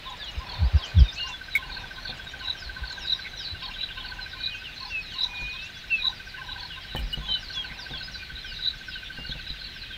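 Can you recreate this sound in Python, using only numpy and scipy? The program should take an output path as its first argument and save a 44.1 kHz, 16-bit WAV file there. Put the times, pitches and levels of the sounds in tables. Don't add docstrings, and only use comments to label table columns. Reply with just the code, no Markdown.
import sys
import numpy as np
from scipy import signal
from scipy.fft import rfft, irfft, next_fast_len
from scipy.io import wavfile
from scipy.ndimage import uniform_filter1d

SR = 44100
rng = np.random.default_rng(int(sys.argv[2]) if len(sys.argv) > 2 else 0)


def dump(signal):
    limited = np.clip(np.atleast_2d(signal).T, -1, 1)
    pcm = np.round(limited * 32767).astype(np.int16)
    wavfile.write(sys.argv[1], SR, pcm)


N = 439677
TIME = np.arange(N) / SR


def amp(db):
    return 10 ** (np.asarray(db) / 20)


def unit(x):
    return x / np.sqrt(np.mean(abs(x) ** 2) + 1e-20)


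def clock(length_s):
    return np.arange(max(int(length_s * SR), 16)) / SR


def follow(curve):
    return np.interp(TIME, *np.transpose(curve))


def add(mix, start_s, sound):
    start = round(start_s * SR)
    sound = sound[max(-start, 0):]
    part = mix[max(start, 0):][:len(sound)]
    part += sound[:len(part)]


def noise(spectrum, size):
    hz, db = np.transpose(spectrum)
    padded = next_fast_len(size)
    log_hz = np.log(np.fft.rfftfreq(padded, 1 / SR) + 1)
    shape = amp(np.interp(log_hz, np.log(hz), db))
    return unit(irfft(rfft(rng.standard_normal(padded)) * shape, padded)[:size])


def drift(t, rate_hz):
    points = rng.standard_normal(4096)
    return np.interp(t * rate_hz, np.arange(len(points)), points)


def tone(hz):
    return np.sqrt(2) * np.sin(2 * np.pi * np.cumsum(hz) / SR)


def scatter(x, t60_s, wet_db):
    t = clock(.7)
    sparse = rng.standard_normal(len(t)) * (rng.random(len(t)) < .1)
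    taps = sparse * amp(-60 * t / t60_s) * (t > .003)
    return x + amp(wet_db) * signal.oaconvolve(x, taps / np.linalg.norm(taps))[:N]


def whistle(length_s, pitches_hz, crest, waver=.004, flutter_db=2):
    t = clock(length_s)
    u = t / t[-1]
    glide_hz = np.polyval(np.polyfit(np.arange(3) / 2, pitches_hz, 2), u)
    hz = glide_hz * (1 + waver * drift(t, 250))
    ramp = np.interp(u, [0, np.clip(crest, .1, .85), 1], [0, 1, 0])
    swell = np.sin(np.pi / 2 * ramp) ** .9
    return unit(tone(hz) * swell * amp(flutter_db * drift(t, 110)))


def rasp(length_s, hz, width_hz):
    size = len(clock(length_s))
    skirt = 1 + width_hz / hz
    band = [(hz / skirt ** 3, -55), (hz / skirt, -14), (hz, 0), (hz * skirt, -14), (hz * skirt ** 3, -55)]
    return unit(noise(band, size) * signal.windows.tukey(size, .8))


def frog(pitch_hz=1542, sag_hz_per_s=6500, width_s=0.0043, uneven_db=1.45):
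    # (time [s], level [dB])
    effort = [(0.0, -67), (1.41, -46), (2.65, -45), (2.76, -41), (3.5, -52.5), (4.22, -44), (4.82, -56),
              (6.12, -50.5), (6.37, -43.5), (7.06, -54.5), (7.53, -47), (8.24, -46), (8.8, -50.5),
              (8.88, -43), (9.68, -52.5), (9.9, -49.5)]
    first_pip_s, pips_per_s, tires_at_s = -.008, 14.04, 3.65
    slowing = .0656
    peak_db = 13.5
    count = pips_per_s * (TIME - first_pip_s) - slowing * np.maximum(TIME - tires_at_s, 0) ** 2 / 2
    pip = np.round(count).astype(int)
    t = (count - pip) / np.gradient(count) / SR
    strength, detune = rng.standard_normal((pip.max() + 1, 2))[pip].T
    turns = pitch_hz * (1 + 0.01 * detune) * t - sag_hz_per_s * t ** 2 / 2
    envelope = amp(uneven_db * strength) * np.exp(-.5 * (t / width_s) ** 2)
    pips = envelope * np.sin(2 * np.pi * turns)
    return scatter(pips * amp(follow(effort) + peak_db), t60_s=.25, wet_db=-10)


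def air():
    # (frequency [Hz], level [dB])
    hiss_spectrum = [(12, -31), (20, -9.5), (60, 1), (347, -18.5), (949, -25), (1370, -17.5), (1530, -13.5),
                     (1710, -13.5), (1910, -13), (3340, -14.5), (3950, -15), (6540, -33.5), (9950, -39.5),
                     (14300, -38), (16000, -39.5)]
    # (time [s], level [dB])
    breeze = [(0.0, -59), (0.77, -49), (1.39, -60), (1.8, -55.5), (6.05, -64), (7.94, -59), (8.36, -65.5),
              (9.97, -66)]
    # (frequency [Hz], level [dB])
    rustle_spectrum = [(100, -8), (250, -10), (700, 1.5), (1300, -3), (2500, -10), (8000, -42)]
    rustle_db = 4.5
    eddies = noise([(15, -17), (35, 3.5), (70, -10.5), (150, -13), (400, -27.0), (2000, -79)], N)
    rumble = eddies * amp(-49.5 + 2.2 * drift(TIME, 7.9))
    hiss = amp(-45.5) * noise(hiss_spectrum, N)
    rustle = amp(follow(breeze) + rustle_db) * noise(rustle_spectrum, N)
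    return hiss + rumble + rustle


def far_chorus(count=620):
    # (frequency [Hz], level [dB])
    spectrum = [(1200, -28), (1700, -2.5), (2300, -3.5), (3000, -3.5), (3600, -2.5), (3950, 6.5),
                (4400, -10.5), (5200, -14), (6500, -26), (9000, -37)]
    level_db, swell_db, swell_rate_hz = -46.5, 0.5, 3.03
    wash_db = -4
    chirps = np.zeros(N)
    for when, pitch, length, glide, size in rng.random((count, 5)):
        hz = 2400 + 4200 * pitch ** 1.5
        bend = 0.1695 * (glide - .25)
        db = 10 * size + np.interp(hz, *np.transpose(spectrum)) + 3 * (hz / 4000) ** 2
        pitches_hz = hz * np.array([1 + bend, 1, 1 - bend])
        note = whistle(.012 + .05 * length, pitches_hz, .4, waver=.012)
        add(chirps, when * TIME[-1], amp(db) * note)
    wash = noise(spectrum, N) * amp(1.3 * drift(TIME, 25))
    mix = unit(scatter(chirps, t60_s=.35, wet_db=-3)) + amp(wash_db) * wash
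    return amp(level_db + swell_db * drift(TIME, swell_rate_hz)) * mix


def falling_notes(count=22):
    # (start [s], length [s], middle pitch [Hz], level [dB])
    falls = [(.04, 0.071, 3680, -41.5), (0.189, 0.081, 3620, -40), (0.453, 0.093, 3480, -49),
             (0.807, 0.065, 3280, -38.5), (0.956, 0.07, 3440, -39), (3.387, 0.065, 3240, -44.5),
             (4.496, 0.078, 2950, -40.5), (4.626, 0.08, 2950, -41), (4.989, .14, 4150, -47),
             (5.098, .075, 3080, -42), (5.37, 0.13, 4110, -46), (5.49, 0.066, 3950, -43),
             (6.683, 0.1, 2960, -43), (7.61, 0.056, 2950, -45), (7.899, 0.088, 3570, -39.5),
             (8.42, .15, 3030, -46.5), (8.899, .12, 3100, -45), (9.878, 0.097, 3390, -45.5)]
    shape, crest = (1.16, 0.97, .89), 0.54
    stray_db, stray_hz = -47.5, (2800, 4940)
    out = np.zeros(N)
    strays = []
    for when, length, pitch in rng.random((count, 3)):
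        hz = np.interp(pitch, [0, 1], stray_hz)
        strays.append((when * TIME[-1], .04 + .07 * length, hz, stray_db - 6 * pitch))
    for s, length_s, hz, db in list(falls) + strays:
        note = whistle(length_s, hz * np.array(shape), crest, waver=.01, flutter_db=2)
        add(out, s, amp(db - 1) * note)
    return scatter(out, t60_s=.3, wet_db=-6)


def dove(coo_hz=(930, 1060, 950), high_hz=(975, 1010, 935), low_hz=(875, 830, 815)):
    # (time [s], level [dB])
    phrases = [(.054, -42.5), (1.235, -44.5), (2.411, -48.5), (3.617, -46.5), (4.802, -46), (6.031, -44),
               (7.21, -50)]
    # (delay [s], rolls after the coo [count], roll step [s], relative level [dB])
    phrase_notes = [(0, 2, .021, 2), (.343, 7, .0345, -0.5), (.725, 0, .02, -4)]
    out = np.zeros(N)
    notes = [(start + delay, rolls, step_s, level + note_db)
             for start, level in phrases
             for delay, rolls, step_s, note_db in phrase_notes]
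    for s, rolls, step_s, db in notes:
        coo = whistle(.052, coo_hz, .45, waver=.003, flutter_db=.8)
        add(out, s - .002, amp(db - 3) * coo)
        for k in range(round(rolls)):
            at = s + .043 + k * step_s
            sink = rng.normal(1 - .004 * k, .014)
            low = whistle(.022, sink * np.array(low_hz), .5)
            add(out, at, amp(db - 7) * low)
            high_db = db - 4 + rng.normal(0, 1.5)
            high = whistle(.02, sink * np.array(high_hz), .5)
            add(out, at + .6 * step_s, amp(high_db) * high)
    return scatter(out, t60_s=.25, wet_db=-11)


def ticker(step_s=.071, pitches_hz=(5600, 7000, 5400)):
    # (start [s], end [s], level [dB])
    runs = [(0.104, .42, -55.5), (2.176, 2.62, -54.5), (2.925, 3.2, -53), (4.995, 5.5, -58)]
    out = np.zeros(N)
    for start, end, db in runs:
        for s in np.arange(start, end, step_s):
            tick_db = db - 7 + rng.normal(0, 2.4)
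            add(out, s - .01, amp(tick_db) * whistle(0.016, pitches_hz, 0.76, waver=0.089))
    return scatter(out, t60_s=0.073, wet_db=-3)


def near_whistlers():
    # (start [s], length [s], start pitch [Hz], end pitch [Hz], level [dB])
    whistles = [(0.186, .055, 1760, 1700, -46.5), (.27, 0.042, 3030, 2900, -40),
                (1.077, 0.037, 3810, 3590, -36.5), (1.157, 0.058, 2550, 2880, -39.5),
                (1.174, 0.1, 2920, 2830, -33.5), (1.253, 0.09, 2900, 2730, -42),
                (1.316, .055, 3620, 3400, -39), (4.389, 0.25, 2440, 2620, -43),
                (4.898, .13, 2810, 2500, -32.5), (5.27, .34, 2470, 2532, -38.5),
                (5.545, 0.15, 2540, 2800, -42), (5.728, 0.082, 3560, 3360, -47),
                (5.899, 0.078, 2800, 2603, -24.5), (5.97, 0.053, 2640, 2440, -34.5),
                (7.127, 0.023, 2905, 3030, -28.5), (7.274, 0.11, 3224, 3004, -29.5),
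                (7.537, 0.097, 3570, 3200, -32.5), (8.024, 0.055, 5000, 5160, -43),
                (9.152, 0.13, 2830, 2890, -43), (9.304, 0.034, 3180, 3730, -37)]
    dip, crest = 0.019, 0.53
    out = np.zeros(N)
    for s, length_s, start_hz, end_hz, db in whistles:
        pitches_hz = (start_hz, (start_hz + end_hz) / 2 * (1 - dip), end_hz)
        add(out, s, amp(db) * whistle(length_s, pitches_hz, crest, waver=.002, flutter_db=1))
    return scatter(out, t60_s=.2, wet_db=-17)


def raspers(length_s=0.068, width_hz=430):
    # (time [s], pitch [Hz], level [dB])
    rasps = [(0.243, 3920, -43), (1.94, 3900, -46), (2.064, 3660, -38.5), (3.231, 2220, -39),
             (3.442, 4070, -39.5), (4.3, 3800, -42.5), (5.335, 3830, -43), (5.518, 3880, -43),
             (6.346, 1750, -45.5), (7.68, 2130, -43.5), (8.534, 3900, -40.5), (8.911, 3840, -41.5),
             (9.035, 3500, -42.5)]
    out = np.zeros(N)
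    for s, hz, db in rasps:
        add(out, s, amp(db - 1.5) * rasp(length_s, hz, width_hz))
    return out


def buffets():
    # (time of the height [s], half length [s], pitch at the height [Hz], level [dB])
    puffs = [(0.387, .013, 60.6, -20.5), (.643, 0.034, 70, -13), (0.761, 0.018, 71, -11),
             (1.004, 0.035, 69, -6), (2.689, .028, 50.4, -33.5), (2.835, 0.023, 57.4, -28.5),
             (3.535, 0.01, 74.6, -29), (7.04, 0.055, 46.3, -27)]
    slowing_per_s, rough = 9.1, 0.26
    steepening = 0.47
    out = np.zeros(N)
    for s, half_s, hz, db in puffs:
        t = clock(6 * half_s) - 3 * half_s
        angle = 2 * np.pi * hz * (1 - np.exp(-slowing_per_s * t)) / slowing_per_s
        swing = amp(db) * np.exp(-(t / half_s) ** 2)
        overtone = steepening * swing ** 2 * np.sin(2 * angle)
        add(out, s + t[0], -swing * np.cos(angle) - overtone)
    eddies = noise([(30, 11.5), (90, -0.5), (200, -16.5), (500, -23.5), (3000, -73)], N)
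    return out * (1 + rough * eddies)


def twitterer(step_s=.024, pitches_hz=(4400, 4370, 3850)):
    # (time of the middle note [s], level [dB])
    twitters = [(0.517, -33.5), (1.206, -31), (1.747, -33), (2.076, -31.5), (2.899, -32), (3.657, -33.5),
                (4.083, -34.5), (4.429, -35), (4.827, -31.5), (5.165, -34), (6.628, -33), (7.508, -33.5),
                (8.002, -34), (8.679, -36), (9.289, -33), (9.643, -35)]
    out = np.zeros(N)
    for s, db in twitters:
        for k, note_db in enumerate((-10, -2.5, -1.5, -2, -21.5)):
            note = whistle(0.0162, np.array(pitches_hz) * rng.normal(1, 0.014), 0.79)
            add(out, s + (k - 2) * step_s - .005, amp(db + note_db - 4.5) * note)
    return scatter(out, t60_s=0.13, wet_db=-8)


def far_whistlers():
    # (start [s], length [s], level [dB])
    downslurs = [(.756, 0.05, -47), (0.984, 0.028, -40.5), (2.551, .15, -46), (2.979, 0.15, -45.5),
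                 (3.1, 0.16, -50), (3.361, .13, -41.5), (4.266, 0.12, -53.5), (6.255, 0.061, -50.5),
                 (6.79, .07, -54), (7.06, 0.077, -51), (7.384, .1, -48), (7.779, 0.072, -43.5),
                 (8.11, 0.059, -44), (8.427, .15, -47.5), (8.838, 0.16, -49), (9.722, 0.14, -52.5)]
    # (start [s], top pitch [Hz], level [dB])
    upsweeps = [(.63, 5370, -49), (.82, 8150, -48.5), (1.111, 8300, -48), (1.251, 8200, -48),
                (4.868, 6400, -51), (5.2, 6900, -47.5), (5.611, 7650, -52.5), (5.74, 7040, -54),
                (7.518, 7500, -49)]
    slur_top_hz, slur_fall, slur_fall_per_s = 6100, 0.28, .7
    sweep_from_hz, sweep_s = 4230, .056
    out = np.zeros(N)
    for s, length_s, db in downslurs:
        end_share = 1 - slur_fall - slur_fall_per_s * length_s
        pitches_hz = slur_top_hz * end_share ** (np.arange(3) / 2)
        add(out, s, amp(db - 1) * whistle(length_s, pitches_hz, .85, waver=.016, flutter_db=3))
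    for s, top_hz, db in upsweeps:
        pitches_hz = (sweep_from_hz, np.sqrt(sweep_from_hz * top_hz), top_hz)
        add(out, s, amp(db - 1) * whistle(sweep_s, pitches_hz, .25, waver=.016, flutter_db=3))
    return scatter(out, t60_s=.3, wet_db=-3)


def chipper(rise_s=0.0036):
    # (time [s], pitch [Hz], level [dB], decay [s], click level [dB])
    chips = [(1.55, 2240, -13.5, 0.014, -33.5), (6.957, 1830, -36, .012, -44),
             (6.963, 3040, -27, 0.017, -55), (6.989, 3000, -39, 0.013, -47),
             (7.126, 2970, -42, .012, -45.5)]
    click_spectrum = [(1000, -10), (2500, 0), (6000, -8), (8000, -2), (10500, -9), (13500, -1), (16000, -5)]
    out, t = np.zeros(N), clock(.034)
    for s, hz, db, decay_s, click_db in chips:
        attack = np.minimum(t / rise_s, 1) ** 2
        decay = np.exp(-np.maximum(t - rise_s, 0) / decay_s)
        shape = attack * decay * signal.windows.tukey(len(t), .15)
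        voice = tone(hz * (1 - .9 * t + .03 * drift(t, 500))) * amp(-3 + 2 * drift(t, 300))
        click = noise(click_spectrum, len(t))
        add(out, s, shape * (amp(db) * voice + amp(click_db) * click))
    return scatter(out, t60_s=0.1, wet_db=-17)


def knocks():
    # (time [s], level [dB], treble tilt about 140 Hz [dB/decade], decay [s])
    blows = [(2.094, -43, 9, 0.045), (5.417, -36.5, -12, 0.025), (6.95, -28, 0.5, 0.021),
             (6.991, -40, -11, 0.15), (7.175, -31, -14, 0.036), (7.289, -40.5, -2, 0.055),
             (7.705, -41.5, -15, 0.032), (7.905, -38, -7, 0.056), (8.318, -38, -19, 0.021),
             (9.187, -33.5, -9.5, 0.024), (9.295, -32.5, -16, 0.014), (9.355, -36, -10, 0.012),
             (9.505, -35.5, -20.5, 0.019)]
    # (frequency [Hz], level [dB])
    scuff_spectrum = [(25, 3), (70, -22), (140, 0), (230, 1.5), (450, -9.5), (800, 0.5), (1200, -14),
                      (3000, -36), (16000, -73)]
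    # (frequency [Hz], level [dB], decay factor [1])
    modes = [(52.3, -5, 2), (144, -0.5, 0.85), (226, -4.5, 0.8), (361, -7.5, 0.21), (487, -7.5, 0.53),
             (790, -3, 0.18)]
    out, t = np.zeros(N), clock(.3)
    tap = np.exp(-t / .0004) * np.sin(2 * np.pi * 700 * t)
    for s, db, treble_db, decay_s in blows:
        tilted = [(hz, level + treble_db * np.log10(hz / 140)) for hz, level in scuff_spectrum]
        scuff = noise(tilted, len(t)) * np.exp(-t / decay_s) * np.minimum(t / 0.0012, 1)
        ring = np.zeros(len(t))
        for hz, level, slow in modes:
            gain = amp(level + treble_db * np.log10(hz / 140))
            mode_hz = hz * rng.normal(1, 0.037)
            ring += gain * np.exp(-t / (decay_s * slow)) * np.sin(2 * np.pi * mode_hz * t)
        add(out, s, amp(db) * (amp(-4) * scuff + ring + amp(6 + treble_db) * tap))
    return out


def chirruper(step_s=0.024, split_s=.009, high_hz=3950, low_hz=3915, growth_db=3.0):
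    # (time of the last and loudest syllable [s], level [dB])
    chirrups = [(2.505, -24), (3.129, -19), (3.84, -25), (4.468, -25), (5.24, -19.5), (6.076, -19),
                (6.525, -32.5), (6.942, -36), (7.346, -22.5), (8.681, -20), (9.5, -34.5)]
    out = np.zeros(N)
    for s, db in chirrups:
        for back in range(-1, 4):
            level = db + (-13 if back < 0 else -growth_db * back ** 1.6)
            flat = 1 - 0.0059 * abs(back)
            at = s - back * step_s
            for offset_s, hz in ((-split_s / 2, high_hz), (split_s / 2, low_hz)):
                pitches_hz = flat * hz * np.array([1.015, 1.004, .965])
                pulse = whistle(.013, pitches_hz, .6, waver=.009)
                add(out, at + offset_s - .007, amp(level - 4.5) * pulse)
            add(out, at - .011, amp(level - 13) * rasp(.026, 3800, width_hz=350))
    overtone = out ** 3 / (uniform_filter1d(out ** 2, size=90) + 1e-6)
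    return scatter(out + amp(-36) * overtone, t60_s=.16, wet_db=-13)


def scolder(gap_s=0.0173, harsh_hz=2800, falling_hz=(3850, 3350, 3050)):
    # (start [s], notes [count], level [dB])
    chatter = [(3.632, 5, -33.5), (9.39, 6, -41)]
    step_s = .088
    out = np.zeros(N)
    for start, count, db in chatter:
        for k in range(round(count)):
            s = start + k * step_s
            add(out, s - .014, amp(db - 8.5) * rasp(0.025, harsh_hz, width_hz=610))
            fall = whistle(0.0263, falling_hz, 0.61, waver=0.025)
            add(out, s + gap_s - .005, amp(db - 7.5) * fall)
    return scatter(out, t60_s=0.1, wet_db=-3.5)


def scene():
    birds = falling_notes() + dove() + ticker() + near_whistlers() + raspers()
    birds += twitterer() + far_whistlers() + chipper() + chirruper() + scolder()
    return (frog() + air() + far_chorus() + birds + buffets() + knocks())[None]


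def record(dry):
    edge_hz = 15750
    lowpass = signal.firwin(511, edge_hz, window=("kaiser", 9), fs=SR)
    return signal.oaconvolve(dry, lowpass[None], "same")


dry = scene()
out = record(dry)
dump(out)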